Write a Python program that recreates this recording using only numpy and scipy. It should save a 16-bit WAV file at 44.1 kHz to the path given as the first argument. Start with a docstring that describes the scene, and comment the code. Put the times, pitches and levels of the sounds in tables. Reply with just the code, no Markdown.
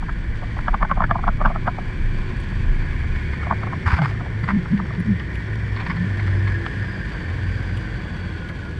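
"""Passenger seat of a side-by-side on a stony trail: it picks up speed for 2.5 s, then slows.
A twin-cylinder engine drones in multiples of its firing rate; tread hum and gear whine follow road speed.
Gravel and wind are coloured noise; a loose plastic fitting, cab panels and stones ring as struck modes.
One microphone starts out in the wind and is drawn into the cab; a hand then scuffs and rubs its housing."""
import sys
import numpy as np
from scipy import signal
from scipy.fft import rfft, irfft, next_fast_len
from scipy.io import wavfile

SR = 44100
rng = np.random.default_rng(int(sys.argv[2]) if len(sys.argv) > 2 else 0)


def digitize_waveform(pressure):
    """Quantize a signal to 16-bit integers and store it at the path in sys.argv[1].

    Rows of a 2-D input are taken as channels; values are limited to [-1, 1].
    """
    field = np.atleast_2d(pressure).T
    bounded = np.clip(field, -1, 1)
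    quanta = np.round(bounded * 32767).astype(np.int16)
    wavfile.write(sys.argv[1], SR, quanta)


N = 387625
TIME = np.arange(N) / SR   # s

# wind at the microphone: f/Hz, relative level/dB per Hz
WIND_SPECTRUM = [(12, -21), (26, 6), (48, -3.5), (70, -15.5), (130, -18), (200, -22), (320, -31.5),
                 (800, -77)]
# gusts and lulls: t/s, half length/s, rise/dB
GUSTS_AND_LULLS = [(0.148, 0.24, -2), (.72, 0.14, 1.5), (1.752, 0.11, -2), (2.29, 0.27, 2), (3.25, 0.13, 7)]
WIND_OUTSIDE_DB, WIND_INSIDE_DB, WIND_DB_PER_DOUBLING = -22, -37.5, 16
CRUISE_LUGS_PER_S = 69   # the draught in the cab has its inside level at this speed
CAB_ENTRY_S, CAB_INSIDE_S = 2.87, 3.5   # the microphone is drawn in between these times

# strokes of the hand on the housing: t/s, length/s, body level/dB, hiss level/dB
SCUFF_STROKES = [(3.861, .088, -24, -40), (3.95, .035, -28.5, -44), (4.018, .042, -27, -44),
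                 (4.07, .045, -38, -46), (4.479, .034, -25, -48)]
SCUFF_ATTACK_S, SCUFF_RELEASE_S = .002, .009
# dull rubs and bumps on the housing: t/s of the middle, half length/s, f/Hz in the middle, glide/(Hz per s), level/dB
HOUSING_RUBS = [(3.872, .007, 85, 0, -13), (3.942, .008, 70, 0, -10.5), (4.03, .025, 145, -500, -16.5),
                (4.28, .013, 65, 0, -22), (4.445, .006, 150, 0, -18), (4.555, .038, 194, -200, -16.5),
                (4.742, .019, 186, 1000, -15), (4.812, .028, 185, -300, -24), (5.0, .014, 195, -1000, -19),
                (5.108, .027, 200, -300, -15.5), (5.118, .027, 105, -500, -19), (5.91, .03, 175, 0, -26),
                (6.015, .045, 185, 0, -23)]
# scuffed housing: f/Hz, relative level/dB per Hz
HOUSING_SPECTRUM = [(350, -18), (600, -7), (1000, 13), (1600, 10), (2400, 2), (2750, -16), (3500, -12),
                    (3900, -26), (4700, -17), (5500, -34), (6500, -39), (8500, -45), (11000, -58),
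                    (13800, -51)]
# hiss of skin: f/Hz, relative level/dB per Hz
SKIN_SPECTRUM = [(2000, 14), (3000, 9), (3900, 0), (4800, 7), (5800, -7), (8000, -11.5), (10500, -19),
                 (14000, -29)]

# stones that ping off metal: t/s, peak level/dB, f/Hz, t60/s
STONE_PINGS = [(2.402, -52, 8900, .008), (4.408, -57, 11200, .003), (4.998, -47, 9600, 0.0035),
               (5.353, -48, 7500, .0006), (7.771, -44, 8100, 0.0014), (8.488, -46, 6000, .0005)]
LOOSE_STONES_S, LOOSE_STONES_HALF_S, LOOSE_STONES_DB = 6.15, .4, 4.5   # the patter swells over loose stones

# blows of the loose fitting: t/s, level/dB of the low, middle and high modes, crack level/dB
FITTING_KNOCKS = [(0.029, -40.5, -36.5, -51, -68), (0.094, -45, -35.5, -30.5, -65),
                  (0.432, -35, -37, -57, -63), (0.569, -39, -42, -50, -68), (0.591, -41, -37.5, -34, -65),
                  (0.683, -30.5, -26, -23.5, -44), (0.744, -27, -22.5, -25, -48),
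                  (0.817, -36, -32, -41, -61), (0.829, -26.5, -19, -23.5, -50),
                  (0.85, -37, -28.5, -31, -65), (0.914, -27.5, -18.5, -25, -46),
                  (0.976, -28, -33.5, -43, -62.5), (1.006, -24.5, -21, -37, -57.0),
                  (1.022, -31, -26, -28, -53), (1.042, -38, -35, -21.5, -49),
                  (1.111, -21.5, -18.5, -24, -43), (1.157, -25, -24.5, -47, -67),
                  (1.192, -32, -33, -46, -69), (1.24, -33, -29, -37, -68.0),
                  (1.279, -23, -20.5, -31.5, -48), (1.289, -27.5, -24.5, -44, -55.5),
                  (1.415, -25.5, -24.5, -37, -57.5), (1.452, -26, -36, -28, -51),
                  (1.46, -22.5, -18.5, -29, -41), (1.475, -35, -27, -33, -66.5),
                  (1.502, -29.5, -35, -54, -63.5), (1.514, -37, -36.5, -52, -63),
                  (1.56, -30, -28, -35, -67), (1.677, -21.5, -21, -28.5, -48),
                  (1.685, -29, -25.5, -47, -57), (1.787, -30.5, -40, -47, -62),
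                  (3.435, -47, -35.5, -47, -56), (3.468, -33, -35.5, -44, -64.5),
                  (3.511, -25, -19.5, -28.5, -58.0), (3.525, -27.5, -27, -36, -64.5),
                  (3.634, -33, -31.5, -40, -67), (3.673, -35, -37, -44, -64),
                  (3.733, -35.5, -31.5, -39, -64.5), (3.99, -28.5, -31, -26.5, -46),
                  (4.02, -27.5, -35, -33, -44), (4.109, -40.5, -48, -54, -64), (4.149, -53, -44, -50, -66),
                  (4.209, -38, -39, -45, -60.0), (4.263, -38, -48, -49, -66), (4.504, -40, -34, -46, -57),
                  (4.659, -52.5, -39.5, -38.5, -64), (4.8, -42, -31, -40, -64), (4.859, -49, -50, -49, -66),
                  (4.907, -43, -41, -46, -63), (6.665, -39, -43, -31.5, -40)]
KNOCK_S = .02   # levels of knocks and cracks are those of their energy spread over this time
# modes of the fitting in a low, a middle and a high group: nominal f/Hz, relative level/dB, t60/s
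FITTING_MODES = [
    [(662, -5.5, 0.044), (735, 6, 0.0085)],
    [(1011, 0.5, 0.018), (1118, 2.5, 0.02), (1252, -2.5, 0.011)],
    [(1380, 5.5, 0.0057), (1664, 0, 0.019), (2260, -9, 0.011)],
]
FITTING_BAND_HZ = (520, 2270)   # too small to radiate below this band, too soft to ring above it
# clatter of the cab panels: t/s, peak level of the ringing/dB, decay time of the skid/s, crack level/dB
PANEL_CLATTER = [(3.162, -24, 0.0031, -57), (3.334, -21.5, 0.0032, -61), (4.442, -20, 0.0027, -60),
                 (4.721, -33, .003, -60), (4.777, -29, .006, -50), (4.80, -34, 0.0037, -59),
                 (4.9503, -26, 0.013, -57), (5.198, -26.5, 0.012, -45), (5.356, -33, .005, -47),
                 (5.764, -22.5, 0.026, -58), (5.8024, -22.5, 0.015, -50), (5.866, -20, 0.0046, -59),
                 (5.902, -18, 0.011, -54), (5.9684, -27, 0.0045, -55), (6.1984, -23.5, .006, -61),
                 (6.278, -25, .008, -60), (6.476, -22, 0.011, -59), (7.774, -38, 0.0056, -44),
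                 (8.49, -29.5, 0.013, -47)]
# modes of the panels: nominal f/Hz, relative level/dB, nominal t60/s
PANEL_MODES = [(716, -7, 0.0072), (1043, 0, 0.03), (1193, -8.5, 0.063), (1454, -1.5, 0.019),
               (1908, 2.5, 0.021), (2250, 2, 0.015), (2970, -12.5, 0.014), (3290, -10.5, 0.013),
               (4660, -10.5, 0.011), (5600, -26, 0.0087)]
# snap of a hard contact: f/Hz, relative level/dB per Hz
CRACK_SPECTRUM = [(1500, -5), (2600, 3), (3000, 9), (3450, 5), (4000, -11), (4700, -7), (5600, -15.5),
                  (7000, -32.5), (11000, -35)]

# the ground under way: t/s, reference level of the gears/dB, reference level of the gravel/dB
GROUND_LEVEL = [(0, -40.5, -53.5), (.55, -38, -50), (1.0, -40.5, -54.5), (2.3, -38.5, -48.5),
                (3.4, -35, -49), (4.3, -39, -51), (5.4, -37, -50.5), (6.2, -34.5, -48), (7.9, -37.5, -48),
                (8.79, -42.5, -50.5)]
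# gravel grit: f/Hz, relative level/dB per Hz
GRAVEL_SPECTRUM = [(1800, -11.5), (2400, 3.5), (2750, 0.5), (3300, 2.5), (3900, -7), (4550, -4.5),
                   (5200, -13.5), (5800, -12.5), (6500, -17.5), (8300, -17), (9100, -24), (9900, -32.5),
                   (11000, -29), (13800, -39)]
# tyre roar: f/Hz, relative level/dB per Hz
ROAR_SPECTRUM = [(300, -6), (500, 0.5), (650, -4), (800, -4), (1050, 1), (1280, -6), (1700, -6.5),
                 (3000, -44.5)]
# floor pan heard in the cab: f/Hz, relative level/dB per Hz
FLOOR_SPECTRUM = [(250, -7.5), (340, 0.5), (460, 2.5), (560, -2.5), (720, -8), (900, -19)]
# chassis boom: f/Hz, relative level/dB per Hz
CHASSIS_SPECTRUM = [(30, -17), (60, 15), (110, 12), (180, 8.5), (250, 0), (330, 0), (450, -8.5),
                    (600, -25.5), (1200, -46.5)]
CHASSIS_OUTSIDE_DB, CHASSIS_INSIDE_DB = -33, -31
ROUGH_PATCH_S, ROUGH_PATCH_HALF_S, ROUGH_PATCH_DB = 3.83, 0.11, 4   # the chassis booms over a rough patch

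# road speed: t/s, tread lugs per s
LUG_RATE = [(0, 52), (1, 72), (1.8, 74.5), (2.5, 80.5), (3.0, 73), (3.4, 72.7), (4.2, 69), (4.8, 63.5),
            (5.8, 59.5), (6.3, 55.7), (6.8, 54), (7.15, 51.2), (7.8, 50.5), (8.6, 47)]
# tread hum: multiple of the lug rate, relative level/dB
TREAD_ORDERS = [(1, 10), (2, -6.5)]
# strength of the tread hum: t/s, level/dB
TREAD_LEVELS = [(0, -28), (1.4, -45), (2.2, -32), (3.4, -25.5), (4.0, -42), (4.9, -31.5), (7.1, -35),
                (7.8, -32.5), (8.79, -48)]

# gear mesh: multiple of the lug rate, width/Hz, relative level/dB, loudest near f/Hz, reach/Hz
GEAR_MESH = [(28.2, 26, -16, 2100, 260), (30.37, 12, -10, 1600, 360), (30.54, 38, -10, 2230, 150),
             (31.6, 12, -11, 1490, 160), (32.63, 34, -12.5, 1470, 690), (33.4, 34, -17, 2350, 170),
             (68.7, 32, -15, 3330, 45)]
# three modes of the gearbox casing: f/Hz, width/Hz
CASING_MODES = [(1680, 27), (1800, 26), (2295, 42)]
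# strength of those three modes: t/s, then relative level/dB of each
CASING_LEVELS = [(0, -15.5, -17, -13), (2.2, -7.5, -11, -13), (3.3, -12, -11, -23), (4.4, -12, -6.5, -27),
                 (5.4, -14, -11, -16), (6.7, -6.5, -6.5, -24.5), (7.6, -12, -10, -15.5),
                 (8.79, -5.5, -22, -18)]
# gear whirr: f/Hz, relative level/dB per Hz
GEAR_SPECTRUM = [(1000, -48), (1310, -11), (1460, 7.5), (1750, 5), (2000, 5), (2400, 0), (2600, -31.5),
                 (3500, -47.5)]

# belt whistle: t/s, mean level/dB
BELT_LEVEL = [(3.3, -82), (3.7, -68), (4.3, -74), (4.95, -67.5), (5.25, -73), (5.55, -68), (6.7, -63.5),
              (6.95, -57.5), (7.3, -61.5), (7.6, -58), (8.2, -58.5), (8.5, -70)]
WHISTLE_PER_FIRING = 103.3   # the belt whistles at this multiple of the firing rate

# engine speed: t/s, firings per s
FIRING_RATE = [(0, 55), (2.2, 52.6), (4.6, 53.6), (5.0, 52.7), (5.55, 53), (6.05, 50.8), (6.25, 48.9),
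               (6.7, 48.2), (6.95, 47.1), (7.25, 44), (7.6, 46.6), (8.05, 44.8), (8.3, 43.2), (8.79, 41.8)]
# exhaust: multiple of the firing rate, relative level/dB
EXHAUST_ORDERS = [(1, -9), (1.5, -26), (2, 3.5), (2.5, -4), (3, -9), (3.5, -16.5), (4, -13), (4.5, -14),
                  (5, -21), (5.5, -21.5), (6, -24.5), (6.5, -27), (7, -16), (8, -27)]
# strength of the exhaust: t/s, level/dB
EXHAUST_LEVELS = [(0, -35.5), (2.5, -30), (4.7, -29), (5.3, -32), (6.35, -23), (7.15, -28.5), (7.8, -26),
                  (8.79, -31)]
INTAKE_S, INTAKE_HALF_S, INTAKE_DB = 2.15, 0.55, -45   # the intake sings under throttle

CUTOFF_HZ = 14000


def from_db(db):
    """Decibels to gain."""
    return 10 ** (np.asarray(db) / 20)


def rms_one(x):
    """Scale to unit power."""
    return x / np.sqrt(np.mean(x ** 2) + 1e-20)


def in_time(rows):
    """Each column of a curve at every sample."""
    s, *columns = np.transpose(rows)
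    return [np.interp(TIME, s, c) for c in columns]


def swell(s, half_s):
    """A smooth rise and fall of height 1 round a given time."""
    return np.exp(-((TIME - s) / half_s) ** 2 / 2)


def drift(rate):
    """Slow chance of spread 1: low-passed noise, drawn every 40 samples and joined by lines."""
    step = 40
    r = np.exp(-2 * np.pi * rate * step / SR)
    steps = rng.standard_normal(N // step + 2002)
    slow = signal.lfilter([1], [1, -2 * r, r * r], steps)[2000:]   # the filter has settled by then
    return np.interp(np.arange(N) / step, np.arange(len(slow)), rms_one(slow))


def colour(x, spectrum):
    """Give an excitation a spectrum; rms 1."""
    size = next_fast_len(len(x))
    hz, db = np.transpose(spectrum)
    log_bins = np.log(np.fft.rfftfreq(size, 1 / SR) + 1e-3)
    gain = from_db(np.interp(log_bins, np.log(hz), db, left=-120, right=-120))
    return rms_one(irfft(rfft(x, size) * gain, size)[:len(x)])


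def noise(spectrum, flutter_db, rate):
    """Coloured noise whose strength flutters."""
    return colour(rng.standard_normal(N) * from_db(flutter_db * drift(rate)), spectrum)


def turning(per_s):
    """Angle of something that turns at a changing rate."""
    return 2 * np.pi * np.cumsum(per_s * np.ones(N)) / SR


def narrow(hz, width_hz):
    """A rough tone: noise gathered round a moving centre; rms 1."""
    angle = turning(hz)
    return rms_one(drift(width_hz) * np.cos(angle) + drift(width_hz) * np.sin(angle))


def orders(per_s, table, rough, rough_rate):
    """Multiples of a rotation, each unsteady in strength and timing; rms 1."""
    angle = turning(per_s)
    total = np.zeros(N)
    for multiple, db in table:
        strength = from_db(db) * (1 + rough * drift(rough_rate))
        phase = rng.uniform(0, 2 * np.pi) + rough * drift(rough_rate)
        total += strength * np.sin(multiple * angle + phase)
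    return rms_one(total)


def ring(clicks, hz, t60):
    """A unit click sets a decaying sine of height 1 ringing."""
    r, w = from_db(-60 / (t60 * SR)), 2 * np.pi * hz / SR
    return signal.lfilter([0, np.sin(w)], [1, -2 * r * np.cos(w), r * r], clicks + 1e-18)


def add(out, s, sound):
    """Mix a sound in from a given time."""
    start = round(s * SR)
    part = sound[max(-start, 0):N - start]
    out[max(start, 0):max(start, 0) + len(part)] += part


def at_level(sound, db):
    """Scale a short sound so that its energy, spread over KNOCK_S, has the given level."""
    return from_db(db) * sound * np.sqrt(KNOCK_S * SR / np.sum(sound ** 2))


def wind(lug_rate, in_cab):
    """Air buffets the microphone in gusts outside; in the cab a draught remains that drops with speed."""
    doublings = np.log2(lug_rate / CRUISE_LUGS_PER_S)
    outside_db = WIND_OUTSIDE_DB + sum(db * swell(s, half_s) for s, half_s, db in GUSTS_AND_LULLS)
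    inside_db = WIND_INSIDE_DB + WIND_DB_PER_DOUBLING * doublings
    level_db = outside_db + (inside_db - outside_db) * in_cab
    return from_db(level_db) * noise(WIND_SPECTRUM, flutter_db=1.5, rate=7.5)


def scuffs():
    """Skin catches and slips along the housing: grainy strokes of housing noise and skin hiss."""
    body, hiss = np.zeros(N), np.zeros(N)
    for s, length, body_db, hiss_db in SCUFF_STROKES:
        attack = np.clip((TIME - s) / SCUFF_ATTACK_S + 1, 0, 1)
        release = np.exp(-np.maximum(TIME - s - length, 0) / SCUFF_RELEASE_S)
        body = np.maximum(body, from_db(body_db) * attack * release)
        hiss = np.maximum(hiss, from_db(hiss_db) * attack * release)
    catching = rms_one(from_db(2.8 * drift(220)))
    housing_noise = noise(HOUSING_SPECTRUM, flutter_db=1.5, rate=39)
    skin_noise = noise(SKIN_SPECTRUM, flutter_db=0.0, rate=220)
    return catching * (body * housing_noise + hiss * skin_noise)


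def rubs():
    """Skin judders on the housing in dull low tones of gliding, unsteady pitch."""
    out = np.zeros(N)
    unsteady, grip = 1 + 0.08 * drift(44), from_db(2 * drift(60))
    for s, half_s, hz, glide, db in HOUSING_RUBS:
        angle = turning((hz + glide * (TIME - s)) * unsteady)
        judder = rms_one(grip * np.cos(angle - angle[round(s * SR)]))
        out += from_db(db) * judder * swell(s, half_s)   # the push is hardest in the middle
    return out


def flung_stones():
    """Stones skitter off metal: a dying burst of grains rings one high mode."""
    out, t = np.zeros(N), np.arange(SR // 10) / SR
    for s, db, hz, t60 in STONE_PINGS:
        skitter = rng.standard_normal(len(t)) * np.exp(-t / 0.0074)
        ping = ring(np.diff(skitter, prepend=0), hz, t60)
        add(out, s, from_db(db) * ping / np.abs(ping).max())
    return out


def pebbles():
    """Small pebbles patter on the floor pan: chance hits, 110 per s on average, ring the panel modes."""
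    landed = (rng.random(N) < 110 / SR) * rng.uniform(0.6, 1, N)
    hits = landed * rng.standard_normal(N)
    # here the modes ring 1.3 times as long as nominal
    patter = sum(from_db(db) * ring(hits, hz, t60 * 1.3) for hz, db, t60 in PANEL_MODES)
    level_db = -51.5 + LOOSE_STONES_DB * swell(LOOSE_STONES_S, LOOSE_STONES_HALF_S)
    return from_db(level_db) * rms_one(patter)


def contact(rise_s, fall_s, graze):
    """A blow amid a swell of grazing touches: a fifth of a second with the blow in the middle."""
    t = np.arange(-SR // 10, SR // 10) / SR
    pressure = np.exp(np.where(t < 0, t / rise_s, -t / fall_s))
    touching = rng.random(len(t)) < 2500 / SR
    touches = graze * pressure * rng.standard_normal(len(t)) * touching
    touches[len(t) // 2] += 1
    return touches


def chatter(touches, modes, detune, soft_hz):
    """Touches ring a body's modes, a little differently each time; peak 1."""
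    body, sign = np.zeros(len(touches)), 1
    for hz, db, t60 in modes:
        level_chance, pitch_chance = rng.standard_normal(2)
        mode = ring(touches, hz * (1 + detune * pitch_chance), t60)
        body += sign * from_db(db + 2 * level_chance) * mode
        sign = -sign   # neighbouring modes have opposite sign
    # the contact gives way: no sharp edge
    body = signal.sosfilt(signal.butter(2, soft_hz, fs=SR, output="sos"), body)
    return body / np.abs(body).max()


def crack(db):
    """The brief snap of a hard contact."""
    return at_level(colour(contact(rise_s=0.0016, fall_s=0.0036, graze=0.7), CRACK_SPECTRUM), db)


def knock(groups_db):
    """The fitting brushes its mount, lands in one firm blow and rings its three groups of modes."""
    touches = contact(rise_s=0.008, fall_s=0.006, graze=0.2)
    band = signal.butter(3, FITTING_BAND_HZ, "band", fs=SR, output="sos")
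    sound = np.zeros(len(touches))
    for db, modes in zip(groups_db, FITTING_MODES):   # the balance depends on where it hits
        group = chatter(touches, modes, detune=0.055, soft_hz=4000)
        sound += at_level(signal.sosfiltfilt(band, group), db)
    return sound


def panels():
    """Bumps make the cab panels clatter: a blow, a skid of touches and a crack."""
    out = np.zeros(N)
    for s, db, skid_s, crack_db in PANEL_CLATTER:
        touches = contact(rise_s=0.0044, fall_s=skid_s, graze=0.85)
        clatter = from_db(db) * chatter(touches, PANEL_MODES, detune=0.036, soft_hz=6500)
        add(out, s - 1 / 10, clatter + crack(crack_db))   # the blow is 1/10 s into the sound
    return out


def fitting():
    """Bumps shake the loose fitting: it knocks, cracks and thuds on its mount in two low modes."""
    out, jolts = np.zeros(N), np.zeros(N)
    for s, *groups_db, crack_db in FITTING_KNOCKS:
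        # the blow is 1/10 s into the sound and leads the thud by 1 ms
        add(out, s - .001 - 1 / 10, knock(groups_db) + crack(crack_db))
        jolts[round(s * SR)] = from_db(max(groups_db))
    thud = ring(jolts, hz=158.5, t60=0.072) - ring(jolts, hz=212.6, t60=0.048)
    return out + from_db(2.5) * thud


def gravel(gravel_db, in_cab):
    """Grit crunches, tyres roar, the floor pan passes it into the cab and metal parts ring thinly."""
    grit = from_db(gravel_db) * noise(GRAVEL_SPECTRUM, flutter_db=1.07, rate=59)
    roar = from_db(gravel_db + 4.5) * noise(ROAR_SPECTRUM, flutter_db=1.5, rate=36)
    floor_pan = in_cab * from_db(gravel_db + 1.5) * noise(FLOOR_SPECTRUM, flutter_db=1.0, rate=30)
    metal = from_db(gravel_db - 16.5 - 1.7 * in_cab) * narrow(hz=4520, width_hz=30)
    return grit + roar + floor_pan + metal


def chassis(in_cab):
    """The chassis booms as low noise, a little stronger in the cab and over a rough patch."""
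    level_db = CHASSIS_OUTSIDE_DB + (CHASSIS_INSIDE_DB - CHASSIS_OUTSIDE_DB) * in_cab
    level_db = level_db + ROUGH_PATCH_DB * swell(ROUGH_PATCH_S, ROUGH_PATCH_HALF_S)
    return from_db(level_db) * noise(CHASSIS_SPECTRUM, flutter_db=0.0, rate=46)


def tread(lug_rate):
    """Tread lugs hum at the rate they meet the ground and at twice that rate."""
    tread_db, = in_time(TREAD_LEVELS)
    return from_db(tread_db) * orders(lug_rate, TREAD_ORDERS, rough=0.46, rough_rate=6.2)


def gears(lug_rate, gear_db, in_cab):
    """Gears whine with road speed and ring their casing, more clearly inside the cab."""
    tones = np.zeros(N)
    for multiple, width, db, centre, reach in GEAR_MESH:
        hz = multiple * lug_rate
        # each tone swells as it glides through a resonance
        resonance = 1 / np.hypot(1, ((hz - centre) / reach) ** 2)
        tones += from_db(db) * narrow(hz, width) * resonance
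    for (hz, width), db in zip(CASING_MODES, in_time(CASING_LEVELS)):
        tones += from_db(db) * narrow(hz, width)
    tones_db = -1.0 + 1.77 * in_cab
    whirr = from_db(-4.5) * noise(GEAR_SPECTRUM, flutter_db=1.0, rate=67)
    return from_db(gear_db) * (from_db(tones_db) * tones + whirr)


def belt(firing):
    """The drive belt whistles with fluttering strength; its pitch follows the engine."""
    whistle_db, = in_time(BELT_LEVEL)
    return from_db(whistle_db + 2 * drift(6)) * narrow(WHISTLE_PER_FIRING * firing, width_hz=90)


def engine(firing):
    """Exhaust pulses drone in half-orders of firing, the intake sings, the air under the roof resonates."""
    exhaust_db, = in_time(EXHAUST_LEVELS)
    exhaust = from_db(exhaust_db) * orders(firing, EXHAUST_ORDERS, rough=0.57, rough_rate=3.6)
    intake = from_db(INTAKE_DB) * swell(INTAKE_S, INTAKE_HALF_S) * narrow(7 * firing, width_hz=4)
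    cab_boom = from_db(exhaust_db - 12.5) * narrow(hz=108.75, width_hz=4.0)
    return exhaust + intake + cab_boom


def scene():
    """Wind, hand, stones, rattles, running gear and engine at one microphone."""
    firing, = in_time(FIRING_RATE)
    lug_rate, = in_time(LUG_RATE)
    gear_db, gravel_db = in_time(GROUND_LEVEL)
    in_cab = np.interp(TIME, [CAB_ENTRY_S, CAB_INSIDE_S], [0, 1])   # 0 outside, 1 inside
    at_microphone = wind(lug_rate, in_cab) + scuffs() + rubs()
    rattles = flung_stones() + pebbles() + panels() + fitting()
    on_the_ground = gravel(gravel_db, in_cab) + chassis(in_cab) + tread(lug_rate)
    machinery = gears(lug_rate, gear_db, in_cab) + belt(firing) + engine(firing)
    return (at_microphone + rattles + on_the_ground + machinery)[None]


def record(dry):
    """The top is cut steeply: 70 dB down from CUTOFF_HZ."""
    return signal.sosfilt(signal.cheby2(12, 70, CUTOFF_HZ, fs=SR, output="sos"), dry)


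dry = scene()
out = record(dry)
digitize_waveform(out)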